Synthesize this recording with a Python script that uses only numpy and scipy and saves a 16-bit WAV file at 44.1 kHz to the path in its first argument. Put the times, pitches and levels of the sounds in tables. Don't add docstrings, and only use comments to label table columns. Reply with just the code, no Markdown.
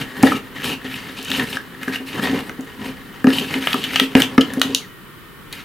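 import sys
import numpy as np
from scipy import signal
from scipy.fft import rfft, irfft
from scipy.io import wavfile

SR = 44100
rng = np.random.default_rng(int(sys.argv[2]) if len(sys.argv) > 2 else 0)


def generate_wav(signal):
    frames = np.transpose(np.atleast_2d(signal))
    scaled = np.clip(frames, -1, 1) * 32767
    pcm = np.round(scaled).astype(np.int16)
    wavfile.write(sys.argv[1], SR, pcm)


def level_to_linear(level):
    exponent = np.asarray(level, float) / 20
    return 10 ** exponent


N = 248724

# time in seconds, peak of the ringing wall in dB (before its high-pass),
# brightest region of the wall in Hz, treble crack in dB (before a boost shared by all), contact decay in seconds.
TICKS = [(0.228, -14, 4500, -21, 0.0045), (0.233, 5, 750, -38, 0.004), (0.2706, -3.5, 1890, -37, 0.0029),
         (0.32, -7.5, 1280, -49, 0.0028), (0.62, -15.5, 2090, -38, 0.00092),
         (0.643, -10, 2210, -32, 0.0012), (0.845, -26, 1980, -48, 0.0015),
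         (0.941, -15.5, 2490, -41, 0.0015), (1.228, -30, 5500, -32, 0.0011), (1.249, -28, 5500, -30, 0.001),
         (1.303, -28, 2800, -30, 0.00092), (1.3157, -5, 2470, -32, 0.00097),
         (1.396, -12, 2420, -45, 0.0027), (1.5283, -13, 2450, -48, 0.0051),
         (1.5704, -7.5, 2150, -52, 0.0012), (1.831, -19, 2000, -38, 0.0029),
         (1.8807, -12, 1650, -39, 0.0016), (1.957, -11, 2260, -40, 0.003), (2.196, -12, 1180, -51, 0.0016),
         (2.272, -10.5, 1890, -50, 0.0014), (2.391, -16.5, 1900, -41, 0.0031),
         (2.495, -16.5, 1890, -39.5, 0.0014), (2.609, -34, 6900, -43, 0.002),
         (2.648, -43, 6900, -51, 0.001), (3.243, -8, 1680, -36, 0.002), (3.27, -4.5, 1540, -44, 0.0014),
         (3.304, -7, 1690, -44, 0.0011), (3.3844, -6.5, 2800, -37, 0.0019), (3.5404, -8, 2100, -41, 0.002),
         (3.6406, -13, 1990, -43, 0.0019), (3.672, -1, 1890, -28, 0.00049), (3.73, -5.5, 2960, -36, 0.0018),
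         (3.7425, -8.5, 1280, -27.5, 0.0015), (3.8395, -9.5, 2720, -33.5, 0.0044),
         (3.934, -13.5, 1890, -46, 0.001), (3.9588, 0.5, 2420, -29, 0.0024),
         (3.9978, 3.5, 1890, -20.5, 0.0019), (4.152, 8, 1620, -37, 0.00051),
         (4.202, -9, 2040, -24.5, 0.0034), (4.22, 1, 3700, -20, 0.0012), (4.229, -16, 3050, -26, 0.001),
         (4.3795, 0, 1540, -39, 0.0024), (4.4094, -6.5, 3240, -32.5, 0.006),
         (4.536, -19.5, 1890, -32, 0.0032), (4.597, -18.5, 4420, -33, 0.00084),
         (4.6156, 2.5, 3150, -20, 0.0016), (4.7478, 1.5, 4200, -15, 0.0004),
         (5.5266, -20, 3600, -34, 0.0045)]
# frequency in Hz, relative strength in dB, decay as a share of the common t60.
BOTTOM_MODES = [(127, -21.5, 0.69), (213, -8, 0.51), (266.8, -1.5, 0.93), (286.4, -3, 0.9),
                (314.8, -1, 0.37), (402.4, -3.5, 0.57), (453, -15, 1.3), (578, -24, 1.15),
                (646, -18.5, 0.77), (739, -15.5, 0.45)]


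def rms_one(x):
    return x / np.sqrt(np.mean(x ** 2) + 1e-20)


def at_hz(points, hz):
    points = np.array(points)
    return np.interp(np.log(hz), np.log(points[:, 0]), points[:, 1])


def in_time(rows):
    s, *columns = np.transpose(rows)
    return [np.interp(np.arange(N) / SR, s, column) for column in columns]


def drift(rate_hz):
    pole = np.exp(-40 * np.pi * rate_hz / SR)
    noise = rng.standard_normal(N // 20 + 2002)
    slow = signal.lfilter([1], [1, -2 * pole, pole * pole], noise)[2000:]
    return np.interp(np.arange(N) / 20, np.arange(len(slow)), rms_one(slow))


def ring(drive, hz, t60):
    radius, angle = level_to_linear(-60 / (t60 * SR)), 2 * np.pi * hz / SR
    feedback = [1, -2 * radius * np.cos(angle), radius * radius]
    return signal.lfilter([0, np.sin(angle)], feedback, drive + 1e-18)


def coloured(x, spectrum):
    hz = np.maximum(np.arange(N // 2 + 1) * SR / N, 10)
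    return irfft(rfft(x) * level_to_linear(at_hz(spectrum, hz)), N)


def high_pass(x, hz):
    return signal.sosfilt(signal.butter(2, hz, "high", fs=SR, output="sos"), x)


def grains(per_s, spread_db, smooth):
    sizes = level_to_linear(spread_db * np.minimum(rng.exponential(1, N), 5)) * rng.choice([-1, 1], N)
    slips = rms_one(sizes * (rng.random(N) < per_s / SR))
    return rms_one(slips + smooth * rng.standard_normal(N))


def near(hz, centre_hz, octaves, rest):
    distance = np.log2(hz / centre_hz) / octaves
    return rest + np.exp(-.5 * distance ** 2)


def stirring():
    # start in seconds, length in seconds, drag at the start in dB,
    # brightest region of the wall in Hz, weight on the bottom against the drag in dB.
    strokes = [(0.0, 0.018, -25, 2160, 0), (.04, .11, -39.5, 1900, 0), (.16, 0.12, -33, 1830, 1),
               (.228, 0.08, -23.5, 2000, -1.5), (.315, 0.052, -28.5, 2470, 1.5),
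               (.56, 0.05, -34.5, 2000, -1), (.638, 0.096, -25, 2650, -2.5), (.848, 0.31, -36, 2100, -5),
               (.9, 0.072, -36, 2400, -17), (1.17, .125, -36, 2800, -7), (1.3, 0.075, -25.5, 2700, -2.5),
               (1.38, 0.061, -26, 1860, -0.5), (1.47, 0.045, -30.5, 2240, -9),
               (1.52, 0.043, -30.5, 2380, -3.5), (1.825, 0.027, -33, 1900, -2),
               (1.88, 0.028, -33.5, 1800, 2.5), (1.93, 0.033, -29, 2200, -7.5),
               (2.07, 0.095, -33.5, 2500, -4), (2.15, 0.049, -31.5, 1800, 6.5), (2.225, 0.1, -25, 2000, 0),
               (2.345, 0.068, -31, 2070, 6.5), (2.42, 0.085, -40.5, 2000, 3),
               (2.8, 0.082, -39.5, 1900, 6.5), (2.85, 0.055, -34, 2300, 4.5), (3.28, 0.038, -29, 1700, -11),
               (3.33, 0.069, -25.5, 2980, -1.5), (3.42, 0.075, -30.5, 2580, -2),
               (3.51, 0.078, -28, 2080, -1.5), (3.615, 0.12, -26.5, 2200, -7),
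               (3.76, 0.092, -28.5, 2900, -3), (3.87, 0.07, -30.5, 2170, -3.5),
               (3.935, 0.11, -26, 2600, -7), (4.06, 0.073, -43, 2600, 4), (4.17, .035, -20.5, 1730, -4.5),
               (4.205, 0.033, -23.5, 2670, -0.5), (4.26, 0.094, -40.5, 1900, 8),
               (4.44, 0.14, -37, 1900, 4.5), (4.62, 0.037, -36, 3750, -3), (4.655, .085, -37, 2800, 4),
               (4.755, 0.023, -38.5, 4470, -6), (5.525, 0.087, -38.5, 2205, -5.5)]
    bite_db_per_s, let_go_db_per_s, sag_db_per_s = 900, 702, 5
    idle_db, idle_hz, idle_weight_db = -45, 1900, 2.5
    lift_s, lift_db_per_s = 4.8, 146
    hiss_base_db = -12.5
    hiss_db_per_octave, skim_hiss = 2, 0.16
    heavy_base_db, rumble_base_db = -6.5, -1

    t = np.arange(0, N, 32) / SR
    rows = [*strokes, (0, 0, 0, idle_hz, idle_weight_db)]
    s, length, db, hz, weight_db = (column[:, None] for column in np.transpose(rows))
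    bite = bite_db_per_s * np.maximum(s - t, 0)
    sag = sag_db_per_s * np.clip(t - s, 0, length)
    let_go = let_go_db_per_s * np.maximum(t - s - length, 0)
    shape_db = db - bite - sag - let_go
    shape_db[-1] = idle_db - lift_db_per_s * np.maximum(t - lift_s, 0)
    power = level_to_linear(2 * np.maximum(shape_db, -120))

    def level(extra_db):
        return 10 * np.log10(np.sum(power * level_to_linear(2 * extra_db), axis=0))

    centre_hz = np.sum(power * hz, axis=0) / power.sum(axis=0)
    hiss_db = hiss_base_db + level(hiss_db_per_octave * np.log2(hz / 2200) - skim_hiss * weight_db)
    weight_level = level(weight_db)
    controls = level(0 * hz), centre_hz, hiss_db, heavy_base_db + weight_level, rumble_base_db + weight_level
    return [np.interp(np.arange(N) / SR, t, control) for control in controls]


def contacts():
    t = np.arange(2400) / SR
    decay_s = np.clip(np.array(TICKS)[:, 4:5], 2e-4, .01)
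    out = .2 * rng.standard_normal((len(TICKS), len(t))) * np.exp(-t / decay_s)
    out[:, 0] = 1
    return out


def lay(bursts, peaks_db):
    out = np.zeros((*bursts.shape[1:-1], N + bursts.shape[-1]))
    for row, burst, db in zip(TICKS, bursts, peaks_db):
        at = round(row[0] * SR)
        out[..., at:at + burst.shape[-1]] += level_to_linear(db) * burst / np.abs(burst).max()
    return out[..., :N]


def wall(drag_db, centre_hz, heavy_db):
    # frequency in Hz, relative strength in dB, t60 in seconds under the drag.
    wall_modes = [(480, 2.5, 0.016), (590, -22, 0.017), (799, -8.5, 0.043), (890, -16, 0.015),
                  (955, -2, 0.017), (1136, -9, 0.056), (1280, 1.5, 0.017), (1540, 2.5, 0.017),
                  (1720, 5.5, 0.014), (1890, 3.5, 0.016), (2060, 1.5, 0.012), (2272, -0.5, 0.01),
                  (2410, 3, 0.0079), (2650, -2.5, 0.028), (2733, 2.5, 0.016), (3105, 7, 0.012),
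                  (3435, 7.5, 0.0066), (3860, 1.5, 0.017), (4110, 0, 0.0095), (4306, -1, 0.015),
                  (4510, 5.5, 0.007), (5820, 4.5, 0.0036), (5600, -3.5, 0.0044), (6400, 9, 0.0033),
                  (7100, 4, 0.0043)]
    heavy_below_hz = 1250
    tick_octaves, tick_octaves_per_db = 0.61, 0.02

    lumps = level_to_linear(2.4 * drift(35))
    rubs = [lumps * grains(per_s=1500, spread_db=4.5, smooth=0.71) for tine in range(4)]
    ticks = contacts()
    _, peak_db, tick_hz, _, _ = np.transpose(TICKS)
    breadth = np.maximum(tick_octaves + tick_octaves_per_db * peak_db, .1)
    luck = rng.normal(0, 1, (len(TICKS), len(wall_modes)))
    drags, hits, powers = np.zeros((2, 2, N)), 0, np.zeros((2, N))
    for k, (hz, db, t60) in enumerate(wall_modes):
        lean_db = 0.82 + 0.47 * (-1) ** (k // 2)
        side = (-1) ** k * level_to_linear(np.array([[1], [-1]]) * lean_db)

        heavy = int(hz < heavy_below_hz)
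        focus = 1.5 * near(hz, centre_hz, octaves=.14, rest=0)
        spread = near(hz, centre_hz, octaves=0.81, rest=0.32)
        bearing = level_to_linear(db) * (1 if heavy else focus + spread)
        powers[heavy] += bearing ** 2 * t60 * SR / (12 * np.log(10))
        rub = rubs[k // 2 % 4] * bearing * level_to_linear(1.4 * drift(52))
        drags[heavy] += side * ring(rub, hz, t60)

        strength = level_to_linear(db + 2.5 * luck[:, k])
        strike = strength * near(hz, tick_hz, breadth, rest=0.033)
        hits = hits + side * ring(ticks * strike[:, None], hz, 0.46 * t60)[:, None]
    drag = level_to_linear([drag_db, heavy_db])[:, None] * drags / np.sqrt(powers)[:, None]
    return high_pass(drag.sum(axis=0) + lay(hits, peak_db), hz=506)


def tines(hiss_db):
    # frequency in Hz, relative density in dB per Hz.
    hiss_colour = [(2350, -57), (4000, 10.5), (4540, -2), (5250, 4.5), (6180, -15), (7880, 0),
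                   (14400, -0.5), (16000, -21)]
    mid, side = [grains(per_s=11000, spread_db=0.5, smooth=0.83) for part in range(2)]
    flutter = level_to_linear(2 * drift(40))
    scratch = coloured((mid + 0.06 * side * [[1], [-1]]) * flutter, hiss_colour)
    top = high_pass(scratch, hz=9400)
    scratch = top * level_to_linear(1.5 * drift(12)) + (scratch - top) * level_to_linear(1.5 * drift(12))
    crack_band = signal.butter(2, [4000, 13500], "band", fs=SR, output="sos")
    cracks = lay(signal.sosfilt(crack_band, contacts()), np.array(TICKS)[:, 3])
    both = level_to_linear(hiss_db) * rms_one(scratch) + level_to_linear(14.5) * cracks
    return both * level_to_linear([[.7], [-.7]])


def knocks():
    # time in seconds, peak in dB before the bottom's high-pass.
    blows = [(0.233, 5), (0.314, -12), (0.678, -23), (0.846, -22), (1.189, -28.5), (1.387, -16),
             (1.877, -15.5), (2.001, -21), (2.151, -19), (2.23, -13.5), (2.296, -16), (2.329, -9),
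             (2.494, -22.5), (2.59, -17.5), (3.245, -2), (3.272, 0), (3.413, -16), (3.555, -16),
             (3.742, -11.5), (4.014, -10.5), (4.152, 3.5), (4.381, 3.5), (4.572, -10), (4.647, -16.5),
             (4.695, -16)]
    t60_s, t60_s_per_db = 0.066, 0.0031
    out, length = np.zeros(N + SR), SR // 2
    t = np.arange(length) / SR
    luck = rng.normal(0, 1, (len(blows), len(BOTTOM_MODES)))
    for (s, peak_db), strengths in zip(blows, luck):
        boom = np.zeros(length)
        for (hz, db, share), chance in zip(BOTTOM_MODES, strengths):
            start_db = db + 2.0 * chance + 2.2 * np.log2(hz / 300)
            mode_t60 = (t60_s - t60_s_per_db * peak_db) * share
            boom += level_to_linear(start_db - 60 * t / mode_t60) * np.sin(2 * np.pi * hz * t)
        boom *= 1 - np.exp(-t / 0.0044)
        at = round(s * SR)
        out[at:at + length] += level_to_linear(peak_db) * boom / np.abs(boom).max()
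    return out[:N]


def rumble(level_db):
    rub = grains(per_s=400, spread_db=3.0, smooth=.9) * level_to_linear(1.5 * drift(30))
    hum = sum(level_to_linear(db) * ring(rub, hz, 0.18 * share) for hz, db, share in BOTTOM_MODES)
    return level_to_linear(level_db) * rms_one(hum)


def squeak():
    # time in seconds, mean frequency in Hz, mean level in dB.
    slide = [(4.8, 2220, -80), (4.82, 2200, -40), (4.85, 1890, -38), (4.87, 1900, -60), (4.95, 1890, -46),
             (4.99, 1825, -53)]
    hz, level_db = in_time(slide)
    wavering_hz = hz * (1 + 0.0159 * drift(133))
    return level_to_linear(level_db + 1.2 * drift(57)) * np.sin(2 * np.pi * np.cumsum(wavering_hz) / SR)


def room(x, apart):
    t60_s, treble_above_hz = 0.25, 3900
    t = np.arange(SR // 2) / SR
    mid, side = rng.standard_normal((2, len(t)))
    noise = mid + apart * side * [[1], [-1]]
    dull = signal.sosfilt(signal.butter(1, treble_above_hz, fs=SR, output="sos"), noise)
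    tail = dull * level_to_linear(-60 * t / t60_s) + (noise - dull) * level_to_linear(-60 * t / (0.82 * t60_s))
    tail *= 1 - np.exp(-t / 0.00067)
    tail /= np.sqrt(np.mean(np.sum(tail ** 2, axis=1)))
    return signal.fftconvolve(x[None], tail, axes=1)[:, :N]


def air():
    # frequency in Hz, relative density in dB per Hz.
    air_colour = [(15, -49), (25, -12), (82, -11), (181, -6.5), (238, -13), (398, -11), (631, -27),
                  (805, -24), (1210, -14.5), (2880, -25), (3130, -23.5), (6160, -39), (14700, -31),
                  (16400, -36)]
    # frequency in Hz, correlation from 0 to 1.
    likeness = [(60, 0.19), (180, 0.43), (550, 0.79), (1650, 0.37), (4970, 0.19), (15000, 0.41)]
    # centre in Hz, width in Hz some 7 dB down, level in dB.
    faint_whine = [(2000, 54, -82), (3000, 52, -57)]
    mid, side = rfft(rng.standard_normal((2, N)))
    hz = np.maximum(np.arange(len(mid)) * SR / N, 10)
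    alike = np.clip(at_hz(likeness, hz), 0, 1)
    white = irfft(np.sqrt(1 + alike) * mid + np.sqrt(1 - alike) * side * [[1], [-1]], N)
    whine = sum(level_to_linear(db) * rms_one(ring(rng.standard_normal(N), centre_hz, 4.3 / width_hz))
                for centre_hz, width_hz, db in faint_whine)
    return level_to_linear(-40) * rms_one(coloured(white, air_colour)) + whine


def scene():
    drag_db, centre_hz, hiss_db, heavy_db, rumble_db = stirring()
    upper = wall(drag_db, centre_hz, heavy_db) + tines(hiss_db) + squeak()
    bottom = high_pass(knocks() + rumble(rumble_db), hz=90)
    low_room = level_to_linear(-5.0) * room(bottom, apart=0.15)
    upper_room = level_to_linear(-6) * room(upper.mean(axis=0), apart=0.48)
    return bottom + low_room + upper + upper_room + air()


def band_limit(x):
    return signal.sosfilt(signal.butter(12, 16500, fs=SR, output="sos"), x)


def record(dry):
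    top_cut = signal.ellip(6, .5, 30, 15900, fs=SR, output="sos")
    cut = signal.sosfilt(top_cut, dry)
    return band_limit(np.clip(cut, -1, 1))


dry = scene()
out = record(dry)
generate_wav(out)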